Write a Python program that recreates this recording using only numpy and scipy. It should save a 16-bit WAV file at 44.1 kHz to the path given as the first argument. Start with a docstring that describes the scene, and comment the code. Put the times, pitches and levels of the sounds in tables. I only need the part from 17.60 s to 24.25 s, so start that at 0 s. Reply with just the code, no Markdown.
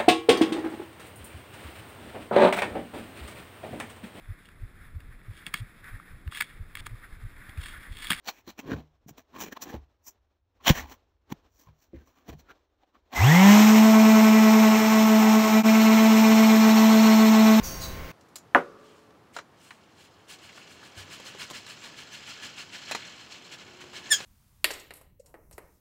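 """A breezy, humming ambience with thin high squeals opens and stops dead; a tub of birdseed lands with a knock.
Under a porch roof, seed is shaken down a paper chute into a bird cage's dish, about seven surges a second, slowing.
Seed is a dense rain of noise grains plus ringing pings; the chute's taps on the wires are coloured noise bursts.
A small parrot chirps once in nine gliding harmonics; behind lie outdoor air and a far drone, from noise and a sine.
The phone's microphone signal is clipped at full scale and loses the top treble."""
import sys
import numpy as np
from scipy import signal
from scipy.fft import rfft, irfft, next_fast_len
from scipy.io import wavfile

SR = 44100
rng = np.random.default_rng(int(sys.argv[2]) if len(sys.argv) > 2 else 0)


def transcribe(signal):
    """Save signal, clipped to [-1, 1], as a 16-bit WAV file at the path in sys.argv[1]."""
    frames = np.atleast_2d(signal).T
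    limited = np.clip(frames, -1, 1)
    pcm = np.round(limited * 32767).astype(np.int16)
    wavfile.write(sys.argv[1], SR, pcm)


N = 293265
TIME = np.arange(N) / SR

# The trickle under the shakes, rising and falling. Each row: time in seconds, level in dB.
TRICKLE_LEVEL = [(1.85, -83), (2.0, -67), (2.66, -66), (2.85, -54), (3.3, -56.5), (3.65, -51), (4.47, -53),
                 (4.78, -48.5), (5.08, -53), (5.33, -44.5), (5.68, -54.5), (6.45, -56)]
# Single nudges of the chute before and after the shaking.
# Each row: peak in seconds, level in dB, rise in seconds, hiss relative to the patter in dB.
CHUTE_NUDGES = [(1.28, -65, 0.092, -9), (1.756, -53.5, 0.019, -6), (2.054, -60.5, 0.055, -3),
                (2.405, -58, .036, -7.5), (5.726, -47.5, 0.026, -24), (5.929, -44.5, 0.014, -14.5),
                (5.86, -50, 0.014, -22), (5.995, -50.5, 0.023, -29), (6.216, -49, 0.014, -16),
                (6.365, -43.5, 0.025, -15.5), (6.47, -46.5, 0.038, -25), (6.59, -46, 0.078, -14)]
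# Seeds landing. Each row: frequency in Hz, relative dB per Hz.
PATTER_SPECTRUM = [(70, -14), (130, 5.5), (400, -4.5), (800, -2.5), (1400, 1), (2400, 0.5), (3400, 2),
                   (3750, -1), (4500, -2), (5600, -4), (7700, -4), (8500, -20.5), (10500, -24),
                   (15500, -29.5)]
# Resonances of paper and dish. Each row: centre in Hz, width in Hz, boost in dB.
DISH_RESONANCES = [(1460, 74, 3.9), (1713, 37, 11), (2230, 100, 4.6), (2855, 1020, 6.5), (4200, 240, 7.2),
                   (5140, 210, 5.4)]
# Seeds sliding on paper. Each row: frequency in Hz, relative dB per Hz.
SLIDE_SPECTRUM = [(1500, -29), (5000, 3), (8500, 8), (10500, 0.5), (13000, -4), (15500, -3)]
# Small seeds tick brighter than large ones. One list per size, each row: frequency in Hz, weight in dB.
SEED_SIZE_SPECTRA = [
    [(1100, 0), (2200, -20)],
    [(800, -20), (1500, 0), (3200, 0), (5500, -20)],
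    [(2200, -20), (4000, 0)],
]
# The width of the band that each seed size fills, in Hz.
SEED_BAND_WIDTHS = [1300, 2300, 18500]
SURGE_FALL_RATIO = 1.92  # every surge takes this many times longer to fall than to rise
FIRST_SHAKE_S = 2.709  # peak of the first surge
HISS_DB, HISS_WANE_DB_PER_S = -6, 4.5  # sliding hiss against patter at the first shake; wanes as paper empties


def seeds(patter_db=1, slide_db=1, trickle_hiss_db=-17, full_flow_db=-45, impacts_per_s=2200):
    """Every shake sends a surge of seed down the paper: more flow means more impacts and more hiss."""
    flow = undb(curve(TRICKLE_LEVEL)) ** 2  # flow and sliding are powers
    waned_db = HISS_WANE_DB_PER_S * np.maximum(TIME - FIRST_SHAKE_S, 0)
    sliding = flow * undb(trickle_hiss_db - waned_db) ** 2
    for peak_s, db, rise_s, hiss_db in [*shakes(), *CHUTE_NUDGES]:
        lag = TIME - peak_s
        side_s = np.where(lag < 0, rise_s, rise_s * SURGE_FALL_RATIO)
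        surge = undb(db) ** 2 * np.exp(-np.minimum(2 * (lag / side_s) ** 2, 20))
        flow = flow + surge
        sliding = sliding + surge * undb(hiss_db) ** 2
    rate = impacts_per_s * (0.25 + np.sqrt(flow) / undb(full_flow_db))
    impacts = np.zeros(N)
    for spectrum, width_hz in zip(SEED_SIZE_SPECTRA, SEED_BAND_WIDTHS):
        ticks = colour(grains(rate, spread_db=4.0, ring_s=0.011), spectrum)
        # weighting by bandwidth makes the sizes even together
        impacts += np.sqrt(width_hz) * ticks
    landing = colour(impacts, PATTER_SPECTRUM, DISH_RESONANCES) + undb(-8.5) * pings()
    patter = undb(patter_db) * np.sqrt(flow) * landing
    hiss = colour(grains(2 * rate, spread_db=2, ring_s=0.001), SLIDE_SPECTRUM)
    return patter + undb(slide_db) * np.sqrt(sliding) * hiss


# How hard the hand shakes. Each row: time in seconds, level in dB.
SHAKE_EFFORT = [(2.71, -47.5), (2.84, -56), (3.25, -54.5), (3.38, -45), (3.67, -45.5), (3.81, -40.5),
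                (4.1, -45), (4.4, -46), (4.84, -41), (5.3, -44.5), (5.46, -52.5), (5.61, -51.5)]


def shakes(count=21, first_period_s=0.1334, slowing_s=0.00125, rise_s=0.023):
    """The hand's even rhythm slowly tires: each period is longer than the last by slowing_s."""
    periods = first_period_s + slowing_s * np.arange(count)
    times = FIRST_SHAKE_S + np.cumsum(periods) - periods
    rows = []
    for s in times:
        effort_db = np.interp(s, *np.transpose(SHAKE_EFFORT))
        hiss_db = HISS_DB - HISS_WANE_DB_PER_S * (s - FIRST_SHAKE_S)
        rows.append((s, effort_db, rise_s, hiss_db))
    return rows


def pings(count=2400, lo_hz=1200, hi_hz=7500, t60=0.022, spread_db=2.5):
    """Single seeds bounce off the dish and wires, each ringing briefly at its own pitch; rms 1."""
    out, t = np.zeros(N), TIME[:SR // 20]
    decay = fade(t60)[:len(t)]
    for when, pitch, size in rng.random((count, 3)):
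        hz = lo_hz * (hi_hz / lo_hz) ** pitch
        boost_db = -spread_db * np.log(max(size, 0.04))
        add(out, when * TIME[-1], undb(boost_db) * decay * np.sin(2 * np.pi * hz * t))
    return unit(out)


def grains(per_second, spread_db, ring_s):
    """Tiny impacts of unequal size, each its own brief noise burst; power evened out across rates, rms 1."""
    chance = np.clip(per_second / SR, 1e-4, 1)
    size = undb(spread_db * np.minimum(rng.exponential(size=N), 4))
    hits = (rng.random(N) < chance) * size ** 2 / chance
    power = signal.lfilter([1], [1, -np.exp(-2 / (ring_s * SR))], hits)
    return unit(np.sqrt(power) * rng.standard_normal(N))


# Taps of paper and fingers on the cage. Each row: start in seconds, relative level in dB, pitch in Hz,
# fall of the spectrum either side of the pitch in dB per octave.
CAGE_TAPS = [(.61, -55.5, 5540, 1), (.686, -62, 12000, 6), (.757, -35, 13000, 6.5), (.762, -43, 5000, 3.5),
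             (.783, -49, 12000, 6), (1.39, -66, 13000, 4), (1.507, -54.5, 710, 4.5),
             (1.765, -29.5, 1370, 5.5), (1.787, -32.5, 1400, 6.5), (2.107, -39, 1790, 12),
             (2.977, -43, 1400, 10), (3.228, -45, 1720, 14), (3.6, -43.5, 506, 0), (3.66, -44, 960, 4),
             (3.749, -45, 400, 2), (3.901, -37.5, 3500, 1.5), (3.909, -36.5, 1027, -0.5),
             (3.95, -42.5, 1980, 10), (4.065, -43, 4000, 1.5), (5.3119, -27.5, 890, 0),
             (5.318, -27, 2490, 8), (5.3495, -25.5, 1990, 4), (5.721, -40, 4400, 12), (6.24, -46, 380, 3),
             (6.333, -42.5, 1210, 2.5), (6.604, -37.5, 1670, 4)]
# The colour that all taps share. Each row: frequency in Hz, relative dB per Hz.
TAP_SPECTRUM = [(50, -36), (100, -6), (160, -1), (400, 3), (900, -0.5), (2500, -4.5), (7500, -7),
                (9000, -13), (15500, -21)]
# Hollow resonances of the chute, heard in every tap. 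Each row: centre in Hz, width in Hz, boost in dB.
CHUTE_RESONANCES = [(556, 140, 5), (990, 410, 2.5), (1540, 320, 1), (2020, 380, 0), (2950, 120, 1.5),
                    (4080, 230, 10.5), (7060, 930, 4.5)]
# Soft bumps of the cage. Each row: start in seconds, pitch in Hz, level in dB, t60 in seconds.
CAGE_BUMPS = [(3.363, 94.5, -42, 0.36), (3.365, 68, -46, .2)]


def taps(burst_db=-1, burst_t60=0.059, attack_s=0.00026, crack=0.51, crack_t60=0.0029,
         ring_db=-0.5, ring_t60=0.042):
    """Short dry knocks and crinkles of the chute against the wires, and dull bumps of the cage."""
    out = np.zeros(N)
    decay = fade(burst_t60) + crack * fade(crack_t60)
    for s, db, hz, slope_db in CAGE_TAPS:
        # the harder the contact, the higher the pitch around which its energy lies
        contact = [(hz * 2.0 ** octave, -slope_db * abs(octave)) for octave in (-8, 0, 8)]
        noise = colour(rng.standard_normal(SR), contact)
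        burst = decay * colour(noise, TAP_SPECTRUM, CHUTE_RESONANCES)
        # the struck spot rings briefly at that pitch, less so in the treble
        note_db = ring_db + np.interp(hz, *np.transpose(TAP_SPECTRUM))
        note = ring([(hz, note_db, ring_t60)])
        attack = np.minimum(TIME[:SR] / attack_s, 1)
        add(out, s, undb(db) * (undb(burst_db) * burst + note) * attack)
    for s, hz, db, t60 in CAGE_BUMPS:
        add(out, s, ring([(hz, db, t60)]) * np.minimum(TIME[:SR] / 0.018, 1))
    return porch(out, wet_db=-14.5, t60=0.14, gap_s=0.0057)


# Modes of the tub. Each row: frequency in Hz, relative level in dB, t60 in seconds.
TUB_MODES = [(162.6, -26, 0.29), (257.3, -7, 0.143), (372.4, -11.5, 0.174), (412, -8.5, 0.19),
             (486, -10, 0.25), (528, -13, .1), (569, -3.5, 0.18), (714, -3.5, 0.11), (733, -7.5, 0.101),
             (809, -4, 0.12), (898, 0, 0.08), (1002, 2.5, .08), (1100, -10.5, .1), (1196, -3, .11),
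             (1167, -10.5, .1), (1396, -12, .08), (1460, -4, 0.13), (1540, -5, 0.086), (1661, 5.5, 0.041),
             (1790, -5.5, 0.043), (1940, -12, 0.12), (2070, -15.5, 0.12), (2920, -18.5, 0.1)]
# The colour of its clatter. Each row: frequency in Hz, relative dB per Hz.
CLATTER_SPECTRUM = [(70, -34), (180, -8.5), (450, -4), (700, -3), (1500, -5), (2100, -14.5), (3000, -22),
                    (4200, -35.5), (7500, -42), (15000, -49)]
# The knock's diffuse echo under the roof. Each row: frequency in Hz, relative dB per Hz.
ROOF_ECHO_SPECTRUM = [(100, -13.5), (400, 8), (580, 3.5), (800, -10.5), (1200, 1.5), (1550, -5.5),
                      (2100, -17.5), (6000, -25.5), (15000, -44)]
# What rings on faintly after it. Each row: frequency in Hz, level in dB, t60 in seconds.
FAINT_RING_MODES = [(430, -52, 2.7), (560, -56, 2.5), (1170, -54, 2.3)]


def knock(start_s=0.9483, modes_db=-13, clatter_db=-16, clatter_t60=0.17, echo_db=-41, echo_t60=1.0,
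          blow_hz=1650):
    """The tub lands: a hard first swing, its hollow modes, a dense clatter and a faint long echo."""
    t = TIME[:SR]
    blow = -1.55 * np.minimum(t / 0.0003, 1) * fade(0.008) * np.sin(2 * np.pi * blow_hz * t)
    clatter = fade(clatter_t60) * colour(rng.standard_normal(SR), CLATTER_SPECTRUM)
    body = undb(modes_db) * ring(TUB_MODES) + undb(clatter_db) * clatter
    diffuse = fade(echo_t60) * colour(rng.standard_normal(SR), ROOF_ECHO_SPECTRUM)
    echo = undb(echo_db) * diffuse + ring(FAINT_RING_MODES)
    # the blow takes a moment to spread through the whole body
    spread = 1 - np.exp(-t / 0.0026)
    out = np.zeros(N)
    add(out, start_s, blow + spread * (body + echo))
    return out


# The chirp's harmonics, first to ninth. Each row: dB at the start, dB that a full voice break would reach.
VOICE_HARMONICS = [(-3, -4), (-12.5, 0.5), (-9.5, -8), (-5.5, -8), (-5.5, -14), (-28, -34), (-24, -22),
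                   (-25, -26), (-32, -26)]
CHIRP_S, CHIRP_LENGTH_S, CHIRP_DB = 6.499, 0.053, -14
CHIRP_HZ, CHIRP_SAG_HZ_PER_S = 1844, 4180  # starting pitch and its fall
CHIRP_ATTACK_S, CHIRP_FADE_DB_PER_S, CHIRP_RELEASE_S = 0.022, 522, 0.0056
BREAK_AFTER_S, BREAK_S = 0.022, 0.0092  # delay of the voice break after the start, and its length


def parrot(break_depth=0.89, break_drop_hz=45, jitter=0.026, rasp_db=-12.5):
    """One falling chirp, clear at first and rougher as its second harmonic takes over."""
    age = np.clip(TIME - CHIRP_S, 0, CHIRP_LENGTH_S)
    change = break_depth * ramp(CHIRP_S + BREAK_AFTER_S, BREAK_S)
    hz = CHIRP_HZ - CHIRP_SAG_HZ_PER_S * age - break_drop_hz * change
    release = 1 - ramp(CHIRP_S + CHIRP_LENGTH_S - CHIRP_RELEASE_S, CHIRP_RELEASE_S)
    sounding = ramp(CHIRP_S, CHIRP_ATTACK_S) ** 2 * release
    db = CHIRP_DB - CHIRP_FADE_DB_PER_S * np.maximum(age - CHIRP_ATTACK_S, 0)
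    rough_hz = hz * (1 + jitter * (0.158 + change) * walk(1200))
    phase = 2 * np.pi * np.cumsum(rough_hz) / SR
    # each harmonic flutters by itself as the beak moves
    weights = [undb(first + (last - first) * change + 2 * walk(250)) for first, last in VOICE_HARMONICS]
    harmonics = sum(w * np.sin(k * phase + k ** 2) for k, w in enumerate(weights, 1))
    tone = harmonics / np.sqrt(sum(w ** 2 for w in weights) / 2)
    # air rasps through the syrinx once a cycle
    rasp_spectrum = [(800, -21), (3500, 1), (7500, -3.5), (10000, -18), (15500, -8)]  # Hz, dB per Hz
    breath = colour(rng.standard_normal(N), rasp_spectrum)
    rasp = undb(rasp_db) * (0.5 + change) * (1 + np.cos(phase)) * breath
    return porch((tone + rasp) * undb(db) * sounding, wet_db=-8.5, t60=0.13, gap_s=0.0079)


# The opening breeze. Each row: frequency in Hz, relative dB per Hz.
BREEZE_SPECTRUM = [(20, 0), (70, 3), (115, -7.5), (160, -12), (220, -10), (320, -13), (450, -16.5),
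                   (1000, -17.5), (2100, -20.5), (3200, -26.5), (6500, -33), (8500, -41), (12500, -40),
                   (15500, -28)]
# Lines of the machine's hum. Each row: frequency in Hz, rms level in dB.
HUM_LINES = [(165, -50), (398, -59), (479, -60), (533, -53.5), (657, -55.5), (1066, -53), (1518, -59.5)]
# Two thin squeals. Each row: start in seconds, pitch in Hz, relative level in dB, fade time constant in seconds.
THIN_SQUEALS = [(0.025, 5670, -42, 0.13), (0.201, 3950, -43.5, 0.053)]
# Resonances in both squeals, gliding with them. Each row: centre in Hz, width in Hz, relative level in dB.
SQUEAL_RESONANCES = [(4560, 220, -4.5), (6380, 290, -1.5), (8640, 930, -12.5)]
# The sizzle that goes with each squeal. Each row: frequency in Hz, relative dB per Hz.
SIZZLE_SPECTRUM = [(3000, -6.5), (5500, -3), (7300, -5.5), (8800, -9), (9800, -10), (11400, -6),
                   (12800, -4), (15500, 4)]
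BREEZE_END_S = 0.517
SQUEAL_ATTACK_S, SQUEAL_HOLD_S = 0.021, 0.022
SQUEAL_SHARP, SQUEAL_SETTLE_S = 0.09, 0.03  # starts sharp by this share; time constant of settling
WHISTLE_S, WHISTLE_HZ, WHISTLE_WIDTH_HZ, WHISTLE_DB = 0.33, 2150, 260, -54  # faint and airy


def opening(breeze_db=-38, pitch_width_hz=320, pitch_db=0.5, octave_db=-11, sizzle_db=7.0):
    """Wind rumble, a machine's hum, thin squeals and an airy whistle, all stopping at once."""
    out = undb(breeze_db + walk(6.5)) * colour(rng.standard_normal(N), BREEZE_SPECTRUM)
    for hz, db in HUM_LINES:
        phase = 2 * np.pi * np.cumsum(hz + 1.45 * walk(17.0)) / SR
        out += np.sqrt(2) * undb(db) * np.sin(phase)
    for s, pitch_hz, level_db, fade_s in THIN_SQUEALS:
        fading = np.exp(-np.maximum(TIME - s - SQUEAL_ATTACK_S - SQUEAL_HOLD_S, 0) / fade_s)
        shape = ramp(s, SQUEAL_ATTACK_S) * fading
        pitch = (pitch_hz, pitch_width_hz, pitch_db)
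        octave = (2 * pitch_hz, 2 * pitch_width_hz, octave_db)
        glide = 1 + SQUEAL_SHARP * np.exp(-np.maximum(TIME - s, 0) / SQUEAL_SETTLE_S)
        partials = [pitch, octave, *SQUEAL_RESONANCES]
        squeal = sum(undb(db) * band_noise(hz * glide, width) for hz, width, db in partials)
        sizzle = undb(sizzle_db) * colour(rng.standard_normal(N), SIZZLE_SPECTRUM)
        out += undb(level_db) * shape * (squeal + sizzle)
    whistle = ramp(WHISTLE_S, SQUEAL_ATTACK_S) * band_noise(WHISTLE_HZ, WHISTLE_WIDTH_HZ)
    out += undb(WHISTLE_DB) * whistle
    return out * (TIME < BREEZE_END_S)


# Still outdoor air. Each row: frequency in Hz, relative dB per Hz.
AIR_SPECTRUM = [(18, -54), (30, -44), (81, -5), (332, -5), (622, -9.5), (996, -10.5), (1110, -10.5),
                (1870, -18), (2130, -20.5), (5740, -30), (6540, -33), (15500, -40.5)]
# How the air swells. Each row: time in seconds, level in dB.
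AIR_SWELL = [(.9, -57.5), (2.5, -58.5), (3.5, -54.5), (5, -57.5), (6.65, -53.5)]
DRONE_S, DRONE_SPREAD_S, DRONE_HZ, DRONE_DB = 6.22, 0.36, 363, -60.5  # loudest moment, half its length


def air():
    """Quiet outdoor air that swells a little, and a faint far drone that wavers in pitch and level."""
    swell = np.exp(-((TIME - DRONE_S) / DRONE_SPREAD_S) ** 2)
    level = np.sqrt(2) * swell * undb(DRONE_DB + 2 * walk(25))
    drone = level * np.sin(2 * np.pi * np.cumsum(DRONE_HZ + 7 * walk(40)) / SR)
    air_db = curve(AIR_SWELL) + 0.4 * walk(6.1)
    return drone + undb(air_db) * colour(rng.standard_normal(N), AIR_SPECTRUM)


# Echoes from wall, roof and cage. Each row: frequency in Hz, relative level in dB.
ECHO_SPECTRUM = [(100, -2), (1700, -5.5), (3500, -6.5), (5200, 1), (7000, 3.5), (8300, -7.5), (15000, -6.5)]


def porch(x, wet_db, t60, gap_s):
    """The direct sound, then after a gap the scattered, decaying echoes of nearby surfaces."""
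    tail = colour(rng.standard_normal(SR), ECHO_SPECTRUM) * fade(t60) * (TIME[:SR] > gap_s)
    return x + undb(wet_db) * signal.fftconvolve(x, tail / np.linalg.norm(tail))[:N]


def undb(db):
    """Decibels to an amplitude factor."""
    return 10 ** (np.asarray(db) / 20)


def curve(rows):
    """A level over time, its points joined by straight lines."""
    return np.interp(TIME, *np.transpose(rows))


def ramp(start_s, length_s):
    """A straight rise from 0 to 1."""
    return np.clip((TIME - start_s) / length_s, 0, 1)


def walk(rate):
    """Slow chance with a spread near 1: random points, rate per second, joined by straight lines."""
    knots = rng.standard_normal(int(N / SR * rate) + 2)
    return np.interp(TIME * rate, np.arange(len(knots)), knots)


def unit(x):
    """Scale to rms 1."""
    return x / np.sqrt(np.mean(x ** 2))


def colour(x, points, peaks=()):
    """Filter by a spectrum with resonant bumps on it; rms 1."""
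    size = next_fast_len(len(x))
    f = np.maximum(np.fft.rfftfreq(size, 1 / SR), 1)
    hz, db = np.transpose(points)
    gain_db = np.interp(np.log(f), np.log(hz), db)
    for centre, width, boost in peaks:
        gain_db = gain_db + boost / (1 + (2 * (f - centre) / width) ** 2)
    return unit(irfft(rfft(x, size) * undb(gain_db), size)[:len(x)])


def band_noise(hz, width_hz):
    """Noise in a narrow band around a pitch that may move; rms 1."""
    lowpass = signal.butter(2, width_hz / 2, fs=SR, output="sos")
    re, im = signal.sosfilt(lowpass, rng.standard_normal((2, N)))
    phase = 2 * np.pi * np.cumsum(hz * np.ones(N)) / SR
    return unit(re * np.cos(phase) + im * np.sin(phase))


def fade(t60):
    """One second of exponential decay, down 60 dB after t60 seconds."""
    return np.exp(-np.log(1000) * TIME[:SR] / t60)


def ring(modes):
    """One second of struck modes (Hz, dB, t60 in seconds), each starting at its own random phase."""
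    out = np.zeros(SR)
    for hz, db, t60 in modes:
        out += undb(db) * fade(t60) * np.sin(2 * np.pi * (hz * TIME[:SR] + rng.random()))
    return out


def add(track, s, sound):
    """Mix a sound into a track at a time in seconds."""
    start = int(s * SR)
    track[start:start + len(sound)] += sound[:N - start]


def scene():
    """Everything that reaches the one microphone."""
    return (opening() + air() + knock() + seeds() + taps() + parrot())[None]


def record(dry, top_hz=15700):
    """The phone clips at full scale and cuts the top."""
    lowpass = signal.ellip(10, 0.2, 80, top_hz, fs=SR, output="sos")
    return signal.sosfilt(lowpass, np.clip(dry, -1, 1))


dry = scene()
out = record(dry)
transcribe(out)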